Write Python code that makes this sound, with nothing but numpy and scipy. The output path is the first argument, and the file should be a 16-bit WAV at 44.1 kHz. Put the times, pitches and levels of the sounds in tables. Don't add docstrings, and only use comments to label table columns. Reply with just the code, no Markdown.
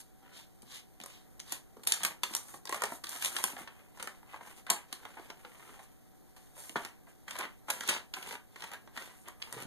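import sys
import numpy as np
from scipy import signal
from scipy.fft import rfft, irfft, next_fast_len
from scipy.io import wavfile
from scipy.ndimage import uniform_filter1d

SR = 44100
rng = np.random.default_rng(int(sys.argv[2]) if len(sys.argv) > 2 else 0)


def unload_wav(signal):
    wavfile.write(
        sys.argv[1],
        SR,
        np.round(np.clip(np.atleast_2d(signal).T, -1, 1) * 32767).astype(np.int16),
    )


N = 426006
TIME_S = np.arange(N) / SR
FFT_SIZE = next_fast_len(N + SR // 8, True)
FREQS_HZ = np.arange(FFT_SIZE // 2 + 1) * SR / FFT_SIZE
TOP_HZ = 14100


def undb(db):
    return 10 ** (np.asarray(db) / 20)


def gains(points, freqs_hz=FREQS_HZ):
    hz, db = np.transpose(points)
    return undb(np.interp(np.log(freqs_hz + 1), np.log(hz), db))


def colour(x, spectrum, size=4096):
    freqs_hz = np.arange(size // 2 + 1) * SR / size
    gain = gains(spectrum, freqs_hz)
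    gain /= np.sqrt(np.mean(gain ** 2 * (freqs_hz < TOP_HZ)))
    causal_fold = np.r_[1, np.full(size // 2 - 1, 2), 1, np.zeros(size // 2 - 1)]
    cepstrum = irfft(np.log(gain)) * causal_fold
    impulse = irfft(np.exp(rfft(cepstrum)))
    return signal.oaconvolve(x, impulse[None], axes=1)[:, :N]


def tilt(x, bright_db, split_hz=5400):
    low = signal.sosfiltfilt(signal.butter(2, split_hz, fs=SR, output="sos"), x)
    high_gain = undb(bright_db)
    return (low + high_gain * (x - low)) / np.sqrt(.35 + .65 * high_gain ** 2)


def noise():
    return rng.standard_normal((2, N))


def walk(rate_hz):
    hold = int(SR / rate_hz)
    steps = np.repeat(rng.standard_normal(N // hold + 1), hold)
    return 1.25 * uniform_filter1d(steps, hold)[:N]


def grains(rate_hz, spread_db, decay_s):
    hits = rng.random(N) < rate_hz / SR
    sizes = undb(spread_db * np.clip(rng.standard_normal(N), -2, 2))
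    decay = np.exp(-TIME_S[:SR // 50] / decay_s)
    power = signal.fftconvolve(hits * sizes ** 2, decay)[:N].clip(0) + 1e-9
    return np.sqrt(power / uniform_filter1d(power, SR // 20))


def slips(decay_s, swell, uneven_db=3):
    age = TIME_S[:SR // 20] / decay_s
    chance = rng.standard_normal((3, len(age)))
    return age ** swell * np.exp(-age) * undb(uneven_db * chance[2]) * chance[:2]


def ring(x, hz, q, ring_db):
    return x + undb(ring_db) * signal.lfilter(*signal.iirpeak(hz, q, fs=SR), x)


def place(times_s, levels_db, sounds, window_s=.005):
    out = np.zeros((2, N + SR))
    for time_s, db, sound in zip(times_s, levels_db, sounds):
        start = int(time_s * SR)
        energy = np.sum(sound ** 2, axis=1, keepdims=True)
        out[:, start:start + sound.shape[1]] += sound * undb(db) * np.sqrt(SR * window_s / energy)
    return out[:, :N]


def push(peak_s, swell_s, fade_s, drop_db=28, roundness=1.89):
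    away = np.maximum((peak_s - TIME_S) / swell_s, (TIME_S - peak_s) / fade_s)
    near = away < 3
    power = np.zeros(N)
    power[near] = undb(-drop_db * away[near] ** roundness) ** 2
    return power


# (frequency [Hz], relative level [dB])
FAN_SPECTRUM = [(25, -31.5), (60, -17.5), (120, 6.5), (200, 3.5), (330, 0), (500, -6), (650, -8.5),
                (920, -12.5), (1100, -16.5), (2000, -19), (3500, -37), (5500, -27), (9000, -25),
                (14000, -18)]
# (frequency [Hz], wander [Hz], level [dB])
FAN_TONES = [(187, 6, -83), (280, 4, -86), (752, 13, -74.5), (12096, 5, -87)]


def computer_fan():
    sway_db = .5 * walk(rate_hz=5)
    fan = colour(noise() * undb(sway_db), FAN_SPECTRUM) * undb(-64.5)
    for hz, wander_hz, db in FAN_TONES:
        phase = 2 * np.pi * np.cumsum(hz + wander_hz * walk(rate_hz=40)) / SR
        fan += undb(db) * np.array([np.sin(phase), .5 * np.cos(phase)])
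    return fan


# (peak [s], swell [s], fade [s], relative hiss [dB], relative flex [dB], brightness [dB])
STROKES = [(.003, .01, 0.028, -51, -61, 4), (.26, 0.054, 0.26, -80, -58, -9),
           (.382, 0.095, 0.093, -52.5, -60.5, -9), (0.748, 0.096, 0.1, -49, -56.5, -9),
           (1.13, 0.16, 0.15, -57, -63.5, -10), (1.521, 0.087, 0.098, -49, -53, -6),
           (1.885, 0.017, .2, -42.5, -49.5, -4), (2.065, 0.13, 0.097, -51, -40.5, -4),
           (2.25, 0.04, 0.16, -58, -53, -13), (2.359, 0.15, 0.13, -49, -51.5, 2),
           (2.54, 0.2, 0.076, -53.5, -57, 13), (2.754, 0.073, 0.041, -45.5, -40.5, 3),
           (2.849, 0.16, 0.12, -54, -43.5, -4), (2.933, 0.06, 0.075, -48, -54, 11),
           (3.13, 0.095, 0.14, -46, -48, 2), (3.268, 0.098, 0.028, -37, -40, -3),
           (3.45, 0.42, 0.14, -44.5, -43.5, 7), (3.591, 0.041, 0.088, -53, -46.5, 6),
           (3.759, 0.24, 0.24, -73, -60, 22), (4.03, 0.12, 0.22, -59, -53, 0),
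           (4.36, 0.13, 0.041, -63.5, -50.5, 1), (4.48, 0.12, 0.11, -58, -51.5, 7),
           (4.58, 0.04, 0.053, -56.5, -57.5, 2), (4.709, 0.058, 0.15, -59, -43, -17),
           (4.95, 0.074, 0.024, -58, -55, -11), (5.18, 0.52, 0.35, -64.5, -56.5, -1),
           (5.68, 0.54, 0.3, -63, -55.5, 6), (5.84, 0.097, 0.027, -63.5, -61, 6),
           (6.41, 0.072, 0.2, -66.5, -68, 3), (6.608, 0.086, 0.22, -51, -56, 8.5),
           (6.8, 0.048, 0.16, -55.5, -46, 0), (7.098, 0.031, 0.03, -65.5, -60.5, 15),
           (7.3, 0.039, 0.23, -54.5, -47, -3), (7.428, 0.069, 0.052, -61, -34, -10),
           (7.719, 0.061, 0.25, -50.5, -47.5, 8), (7.921, 0.12, 0.1, -39.5, -36, -13),
           (8.165, 0.04, 0.11, -55, -45, 16), (8.319, 0.18, 0.064, -49.5, -43, -3),
           (8.645, 0.15, 0.12, -55, -51.5, -6), (8.742, 0.061, 0.044, -61, -43.5, -17),
           (8.98, 0.062, 0.26, -55, -47.5, -2), (9.22, 0.2, 0.078, -63, -78, 15),
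           (9.28, 0.043, 0.063, -73, -48.5, 19), (9.431, 0.061, 0.18, -61.5, -55.5, 25),
           (9.63, 0.23, 0.016, -53.5, -44.5, -2)]
# (frequency [Hz], relative level [dB])
HISS_SPECTRUM = [(500, -38.5), (1500, -13), (2600, -3.5), (3600, -2), (5300, -4.5), (7000, -1.5), (9200, 0),
                 (11500, -3), (14000, -7.5)]
# (frequency [Hz], relative level [dB])
FLEX_SPECTRUM = [(40, -34.5), (100, -17), (200, 1), (400, -2.5), (650, -4), (950, -1.5), (1300, -6),
                 (1900, -5.5), (2800, -5.5), (4500, -21.5), (9000, -27)]


def paper_slide(crinkle_knee_db=-48):
    hiss_db, flex_db, bright_db = stroke_levels(STROKES)
    pressure_db = walk(rate_hz=60)
    fibres = grains(rate_hz=2400, spread_db=2.5, decay_s=.0006)
    ticks = grains(rate_hz=110, spread_db=5, decay_s=.0003)
    catches = grains(rate_hz=380, spread_db=4.2, decay_s=.0014)
    load_db = (hiss_db + flex_db) / 2
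    crinkle_db = load_db - 8 + np.minimum(load_db - crinkle_knee_db, 0)
    crinkle = ticks * undb(crinkle_db) * noise()
    hiss = fibres * undb(hiss_db + pressure_db) * noise() + crinkle
    hiss = colour(tilt(hiss, bright_db), HISS_SPECTRUM)
    flex = (catches + undb(-12.5) * ticks) * undb(flex_db + pressure_db) * noise()
    return undb(-5) * hiss, undb(-9) * colour(flex, FLEX_SPECTRUM)


def stroke_levels(strokes):
    hiss, flex = undb(-72.5) ** 2, undb(-78.5) ** 2
    bright = 0
    for peak_s, swell_s, fade_s, hiss_db, flex_db, bright_db in strokes:
        power = push(peak_s, swell_s, fade_s)
        rubbing = power * undb(hiss_db) ** 2
        hiss += rubbing
        flex += power * undb(flex_db) ** 2
        bright += rubbing * bright_db
    return 10 * np.log10(hiss), 10 * np.log10(flex), bright / hiss


# (time [s], relative level [dB], pitch [Hz])
PAW_FALLS = [(.227, -65, 220), (.629, -53.5, 248), (1.002, -55.5, 200), (1.522, -53, 201),
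             (1.768, -56.5, 200), (1.795, -62, 150), (1.873, -55, 170), (2.045, -49.5, 180),
             (2.309, -53.5, 250), (2.54, -55, 220), (2.92, -49, 260), (3.439, -50, 180), (3.531, -52, 230),
             (3.61, -52, 180), (4.032, -59, 200), (4.58, -58, 220), (4.712, -45.5, 200),
             (5.195, -53.5, 217), (5.452, -56, 220), (5.699, -58.5, 220), (6.697, -57, 333),
             (6.722, -63, 280), (6.761, -45.5, 162), (7.703, -55, 170), (7.891, -49, 170),
             (8.974, -62, 240)]
# (frequency [Hz], relative level [dB])
DESK_SPECTRUM = [(30, -29), (80, -17), (130, -7), (220, 0.5), (350, -3), (500, -13.5), (900, -13.5),
                 (2000, -35)]


def paw_pads():
    times_s, levels_db, pitches_hz = np.transpose(PAW_FALLS)
    thumps = [ring(slips(decay_s=.0041, swell=.15), hz, q=2.8, ring_db=4.5) for hz in pitches_hz]
    return undb(7) * place(times_s, levels_db, [colour(thump, DESK_SPECTRUM) for thump in thumps])


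# (time [s], relative crack [dB], relative flap [dB], nominal decay [s],
# brightness [dB], centre of the crack's broad treble emphasis [Hz], flap pitch [Hz])
SNAPS = [(0.62, -51, -75, 0.0024, 10, 10800.0, 1000.0), (1.001, -47.5, -59, 0.0013, -5.0, 12000.0, 800.0),
         (1.0135, -48, -69, 0.0012, 6, 4050, 1200.0), (1.023, -54, -66.0, 0.002, 4, 4000.0, 1200.0),
         (1.037, -42, -49.5, 0.0013, 13, 7600.0, 547.0), (1.06, -41.5, -51, 0.0015, 18, 10600.0, 654),
         (1.101, -53, -64, 0.0008, 16, 3200.0, 1200.0), (1.395, -48.5, -72, 0.0013, 0, 5800.0, 1500.0),
         (1.4, -40, -60, 0.00081, 3.5, 5960, 1500.0), (1.521, -26, -41.5, 0.0032, 23, 3070, 710.0),
         (1.764, -76.0, -69, 0.0016, 4.0, 12000.0, 500.0), (1.834, -44.5, -57.0, 0.0029, 7, 12000.0, 800.0),
         (1.851, -49, -68.0, 0.0014, 5, 12000.0, 1200.0), (1.867, -44.0, -52, 0.0026, 1, 9600.0, 1200.0),
         (1.8717, -20.5, -46.5, 0.0022, 10.5, 10600.0, 450.0),
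         (1.883, -34, -53.0, 0.0053, 12.0, 11000.0, 1500.0),
         (1.921, -20.5, -41.5, 0.0013, 4.5, 7800.0, 1690.0),
         (1.937, -28, -47.0, 0.0039, 23, 3000.0, 1510.0),
         (2.016, -47.0, -55.0, 0.001, -8.0, 12000.0, 1700.0),
         (2.033, -26.5, -40, 0.0031, 8.0, 7300, 1600.0), (2.049, -22, -38.5, 0.0022, 2.5, 12000.0, 1500.0),
         (2.064, -32, -54, 0.0042, 18, 4200.0, 1400.0), (2.2333, -26, -35.5, 0.0028, 3, 4230, 1340),
         (2.337, -38.0, -48, 0.0016, -1, 7200.0, 1500.0), (2.35, -24.5, -43, 0.0011, 16, 6000.0, 1220),
         (2.365, -29.5, -65.0, 0.0023, 20.0, 6200.0, 1200.0),
         (2.484, -51, -68.0, 0.00098, 18.0, 9400.0, 1200.0), (2.54, -54, -50.5, 0.0018, 1, 11600.0, 810),
         (2.654, -38.5, -51, 0.0015, 21, 5400.0, 900.0), (2.672, -42, -49.5, 0.003, 2, 4800.0, 850.0),
         (2.693, -37.0, -43, 0.0016, 9, 8000.0, 900.0), (2.725, -35, -35.5, 0.0018, 11.0, 7400.0, 1060.0),
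         (2.744, -39.5, -37.5, 0.0021, 8.0, 8400.0, 1160.0),
         (2.8203, -31, -36, 0.0007, 19.0, 3400.0, 960.0), (2.8363, -28.5, -33.5, 0.002, 11, 7400.0, 1220),
         (2.853, -37, -50, 0.0036, 12, 6200.0, 1000.0), (2.921, -55.0, -45, 0.0006, 7.0, 12000.0, 600.0),
         (3.038, -40, -49, 0.0023, 13, 5000.0, 1150.0), (3.0415, -36, -47, 0.0014, 6, 4830, 1140.0),
         (3.058, -47, -65, 0.0012, 16.0, 3600.0, 1200.0),
         (3.069, -42.0, -53.5, 0.0018, 2.0, 4600.0, 1400.0),
         (3.092, -34, -64.0, 0.0017, 22.0, 10000.0, 1200.0),
         (3.129, -48, -50, 0.0008, 4.0, 11800.0, 1400.0), (3.161, -43.0, -49, 0.001, 6.0, 11600.0, 1400.0),
         (3.223, -33, -45, 0.0018, 3, 9800.0, 1500.0), (3.2473, -26.5, -46, 0.0016, 9, 8800.0, 1800.0),
         (3.257, -29, -51, 0.0026, 2.0, 9800.0, 1400.0), (3.365, -31, -40.5, 0.0023, -6, 8600.0, 1400.0),
         (3.386, -37, -42.5, 0.0018, 6.0, 10200.0, 1000.0), (3.44, -21.5, -38, 0.00038, 17, 9500, 1090),
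         (3.565, -49, -43.5, 0.0025, -13, 11400.0, 790.0), (3.58, -56.0, -52, 0.0023, 1.0, 11800.0, 1000.0),
         (3.674, -48.5, -48.5, 0.0045, -11, 12000.0, 1310.0),
         (3.973, -54, -55, 0.0024, 14.0, 4400.0, 1190.0), (3.997, -44.5, -44.5, 0.0053, -3, 9000.0, 1530),
         (4.026, -35.5, -44.5, 0.002, 7.5, 6600.0, 1600.0),
         (4.073, -40.0, -40.5, 0.0016, -3, 10600.0, 1560), (4.23, -64, -57.5, 0.00082, 6, 12000.0, 1000.0),
         (4.341, -60.0, -42.5, 0.0031, -9, 12000.0, 990), (4.409, -62, -47, 0.0035, 3.0, 12000.0, 740),
         (4.666, -48, -47.5, 0.0034, -3, 12000.0, 1400.0), (4.693, -61, -42, 0.0034, 5.0, 8800.0, 1200.0),
         (4.7014, -18, -35.5, 0.0013, 9, 7900, 890.0), (4.7049, -25, -39, 0.0011, 8, 9050, 885),
         (4.71, -46, -36.5, 0.0051, 10.0, 5000.0, 910.0), (4.927, -33.0, -45.0, 0.0016, 13, 4200.0, 1540),
         (5.0515, -49, -44, 0.0024, 2.0, 3000.0, 750.0), (5.169, -69.0, -44, 0.013, -2.0, 12000.0, 845.0),
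         (5.301, -46.5, -45, 0.0024, -6, 5860, 910), (5.448, -50.5, -47.5, 0.0026, -45, 12000.0, 1000.0),
         (5.791, -56, -50.0, 0.0073, 6.0, 3200.0, 750.0), (6.363, -51.5, -58, 0.01, 4, 12000.0, 1000.0),
         (6.565, -70.0, -53.5, 0.014, 10.0, 12000.0, 620.0), (6.6943, -42, -64, 0.0011, 2, 12000.0, 450.0),
         (6.757, -46, -33, 0.0027, 5, 3400.0, 990.0), (6.7619, -39, -35.5, 0.0072, -6, 9600.0, 1100.0),
         (6.835, -54, -57, 0.00079, -2.0, 3000.0, 1300.0), (6.8492, -39.5, -45.0, 0.0013, 12, 4830, 1610.0),
         (7.069, -70.0, -58, 0.0051, 8.0, 11900, 750.0), (7.28, -46.5, -44.5, 0.0032, -2, 7600.0, 1550.0),
         (7.308, -39, -51, 0.0024, -2, 8400.0, 1200.0), (7.354, -47, -44.5, 0.0028, 1.0, 3000.0, 1100.0),
         (7.365, -45, -51, 0.0012, 1, 11600.0, 1300.0), (7.387, -33.5, -43, 0.0024, 15, 10800.0, 1300.0),
         (7.409, -43.5, -44.0, 0.0014, 1.0, 3000.0, 1200.0),
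         (7.683, -45, -38.5, 0.0093, 0, 12000.0, 1200.0), (7.7016, -24.5, -35, 0.0031, 7, 11800.0, 1190),
         (7.808, -36.5, -40, 0.0012, 2.5, 6200.0, 1380), (7.835, -40.5, -46.0, 0.002, 12, 3600.0, 1300.0),
         (7.876, -32.0, -50, 0.0018, 25, 3000.0, 1300.0), (7.888, -22.5, -33, 0.0063, 1.5, 8500, 1510),
         (7.963, -47, -41.5, 0.0015, -8, 3000.0, 1310), (8.1384, -38, -49, 0.0011, -1, 4400.0, 1500.0),
         (8.1419, -43, -49, 0.0013, -6, 4400.0, 1500.0), (8.149, -48, -56.0, 0.001, 4.0, 5400.0, 1500.0),
         (8.166, -55, -45, 0.0025, -5.0, 12000.0, 1200.0), (8.226, -42.5, -54, 0.0023, -2, 12000.0, 1300.0),
         (8.309, -45.0, -45, 0.00093, -12, 12000.0, 1400.0), (8.352, -49, -44.5, 0.0028, -7, 12000.0, 1190),
         (8.559, -51, -49.5, 0.0026, 2, 3000.0, 1710.0), (8.606, -55, -67, 0.0012, -6, 4000.0, 1400.0),
         (8.622, -45.0, -48.0, 0.0014, -4.0, 9200.0, 1200.0),
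         (8.639, -43.5, -45, 0.0024, -3, 8000.0, 1400.0), (8.716, -45.5, -50, 0.0015, 6, 12000.0, 1300.0),
         (8.734, -43, -51, 0.0015, 19, 12000.0, 1300.0), (8.743, -48, -55.0, 0.0009, 10.0, 3200.0, 1300.0),
         (8.875, -57, -52, 0.00076, -20, 12000.0, 475), (8.965, -50, -48.5, 0.0012, -4, 12000.0, 1300.0),
         (8.974, -40.5, -41.0, 0.003, -5, 12000.0, 1600), (9.022, -50, -50.5, 0.002, 5, 4800.0, 1400.0),
         (9.278, -53, -54, 0.0022, 8, 3000.0, 1300.0), (9.284, -42.5, -50, 0.001, 17, 11200.0, 1150),
         (9.4195, -46, -52, 0.00079, -11.5, 4600.0, 1800.0),
         (9.4235, -39.5, -59, 0.001, -8.0, 4800.0, 1800.0),
         (9.5258, -34.5, -46.5, 0.001, 17, 12000.0, 1440), (9.623, -40.5, -56, 0.0013, 22, 3000.0, 1300.0)]
# (frequency [Hz], relative level [dB])
CRACK_SPECTRUM = [(500, -21), (1500, -9.5), (2600, 6), (3600, 1), (5300, -4.5), (7000, -4.5), (9200, -4),
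                  (11500, -9), (14000, -14)]


def paper_snaps():
    times_s, crack_db, flap_db, decays_s, bright_db, crack_colour_hz, flap_hz = np.transpose(SNAPS)
    latest = (np.searchsorted(times_s, TIME_S + .001) - 1).clip(0)
    cracks = place(times_s, crack_db, map(crease_crack, decays_s, crack_colour_hz))
    cracks = colour(tilt(cracks, bright_db[latest]), CRACK_SPECTRUM)
    flaps = place(times_s, flap_db, map(sheet_flap, decays_s, flap_hz))
    return undb(-4.5) * cracks, undb(-1.5) * flaps


def crease_crack(decay_s, colour_hz):
    first_break = undb(-2) * slips(decay_s=.00025, swell=0, uneven_db=0)
    avalanche = slips(.9 * decay_s, swell=.51, uneven_db=4.5)
    return ring(first_break + avalanche, colour_hz, q=2.5, ring_db=-3)


# (frequency [Hz], relative level [dB])
FLAP_SPECTRUM = [(40, -14), (100, -26), (200, 3), (400, -1), (650, -3), (950, -0.5), (1300, -7),
                 (1900, -2.5), (2800, -13), (4500, -24), (9000, -48.5)]


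def sheet_flap(decay_s, hz):
    flutter = slips(decay_s + .0012, swell=.25)
    return colour(ring(flutter, hz, q=2.05, ring_db=5), FLAP_SPECTRUM)


# (time [s], level [dB], contact [s], desk tuning [ratio])
KNOCKS = [(1.0015, -57, 0.00066, 1.05), (2.696, -44.5, 0.00037, 1.17), (2.7252, -41.5, 0.00033, 1.36),
          (2.8209, -34.5, 0.00052, 1.1), (2.8376, -40, 0.00038, 1.06), (2.8398, -38.5, 0.0003, 0.93),
          (2.9215, -41.5, 0.00068, 1.06), (3.4398, -38.5, 0.00028, 1.15), (4.7125, -39.5, 0.00057, 1.05),
          (6.6965, -55, 0.0011, 1.1), (6.7586, -34.5, 0.00058, 1.02)]
# (frequency at tuning 1 [Hz], relative level [dB], t60 [s])
DESK_MODES = [(335, -13.5, .035), (450, -7, .03), (680, -3.5, 0.023), (900, 0.5, 0.021), (1140, -5, 0.016),
              (1710, 3.5, 0.015)]


def paw_knocks(low_cut_hz=190):
    times_s, levels_db, contacts_s, tunings = np.transpose(KNOCKS)
    mode_hz, mode_db, t60_s = np.transpose(DESK_MODES)[:, :, None]
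    t = TIME_S[:SR // 8]
    low_cut = signal.butter(2, low_cut_hz, "high", fs=SR, output="sos")
    knocks = []
    for contact_s, tuning in zip(contacts_s, tunings):
        modes = undb(mode_db - 60 * t / t60_s) * np.sin(2 * np.pi * mode_hz * tuning * t)
        mid_side = np.array([np.ones(len(modes)), .6 * rng.standard_normal(len(modes))])
        force = np.sin(np.pi * np.minimum(t / contact_s, 1))
        drive = signal.sosfilt(low_cut, force)
        knocks.append(signal.fftconvolve(mid_side @ modes, drive[None], axes=1)[:, :len(t)])
    return place(times_s, levels_db, knocks)


# (frequency [Hz], relative level [dB])
RUB_SPECTRUM = [(30, -16), (80, -18), (130, 5.5), (220, -6), (320, -2), (480, -10), (700, -24), (2000, -33),
                (5000, -50)]


def desk_rub():
    envelope = np.sqrt(push(peak_s=9.56, swell_s=.065, fade_s=.52))
    friction = envelope * grains(rate_hz=350, spread_db=4.5, decay_s=.0014) * noise()
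    return undb(-47.5) * colour(friction, RUB_SPECTRUM)


def room(x, tail_db, t60_s, near_db, near_decay_s):
    t = TIME_S[:SR // 3]
    near = (t > .001) * np.exp(-t / near_decay_s)
    tail = np.clip((t - .004) / .0053, 0, 1) * undb(-60 * t / t60_s)
    envelope = np.hypot(undb(near_db) * near / np.linalg.norm(near),
                        undb(tail_db) * tail / np.linalg.norm(tail))
    out = np.pad(x, ((0, 0), (0, SR)))
    hop = SR // 8
    for start in range(0, N, hop):
        impulse = envelope * rng.standard_normal((2, len(t)))
        echoes = signal.fftconvolve(x[:, start:start + hop], impulse, axes=1)
        out[:, start:start + echoes.shape[1]] += echoes
    return out[:, :N]


def two_ports(x, width):
    side = irfft(rfft(x[1], FFT_SIZE) * gains(width), FFT_SIZE)[:N]
    return np.array([x[0] + side, x[0] - side])


# (frequency [Hz], side gain [dB])
DESK_WIDTH = [(40, -9.5), (130, -18), (250, -21.5), (500, -7.5), (900, -14), (1400, 0), (2000, -1),
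              (14000, 0.5)]
# (frequency [Hz], side gain [dB])
AIR_WIDTH = [(40, 35.5), (130, -6), (200, -1), (350, -1), (600, -1), (1000, 0), (2000, 3), (14000, -1.5)]


def scene():
    crack, flap = paper_snaps()
    hiss, flex = paper_slide()
    treble = room(crack + hiss, tail_db=-7, t60_s=.21, near_db=-6.5, near_decay_s=.0038)
    wood = paw_knocks() + paw_pads() + desk_rub()
    body = room(flap + flex + wood, tail_db=-5, t60_s=.25, near_db=-6, near_decay_s=.0058)
    return two_ports(treble + body, DESK_WIDTH) + two_ports(computer_fan(), AIR_WIDTH)


# (frequency [Hz], gain [dB])
CROSSFEED = [(100, -2.2), (500, -1.2), (1300, -.4), (2600, -.2), (3900, -1.5), (5300, -4), (9000, -5.2),
             (14000, -5.4)]
CROSSFEED_DELAY_S = .00038


def record(dry):
    ports = rfft(dry, FFT_SIZE)
    feed = np.minimum(gains(CROSSFEED), 1) * np.exp(-2j * np.pi * FREQS_HZ * CROSSFEED_DELAY_S)
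    wide = irfft(ports - feed * ports[::-1], FFT_SIZE)[:, :N]
    return signal.sosfilt(signal.ellip(12, .2, 70, TOP_HZ, fs=SR, output="sos"), wide)


dry = scene()
out = record(dry)
unload_wav(out)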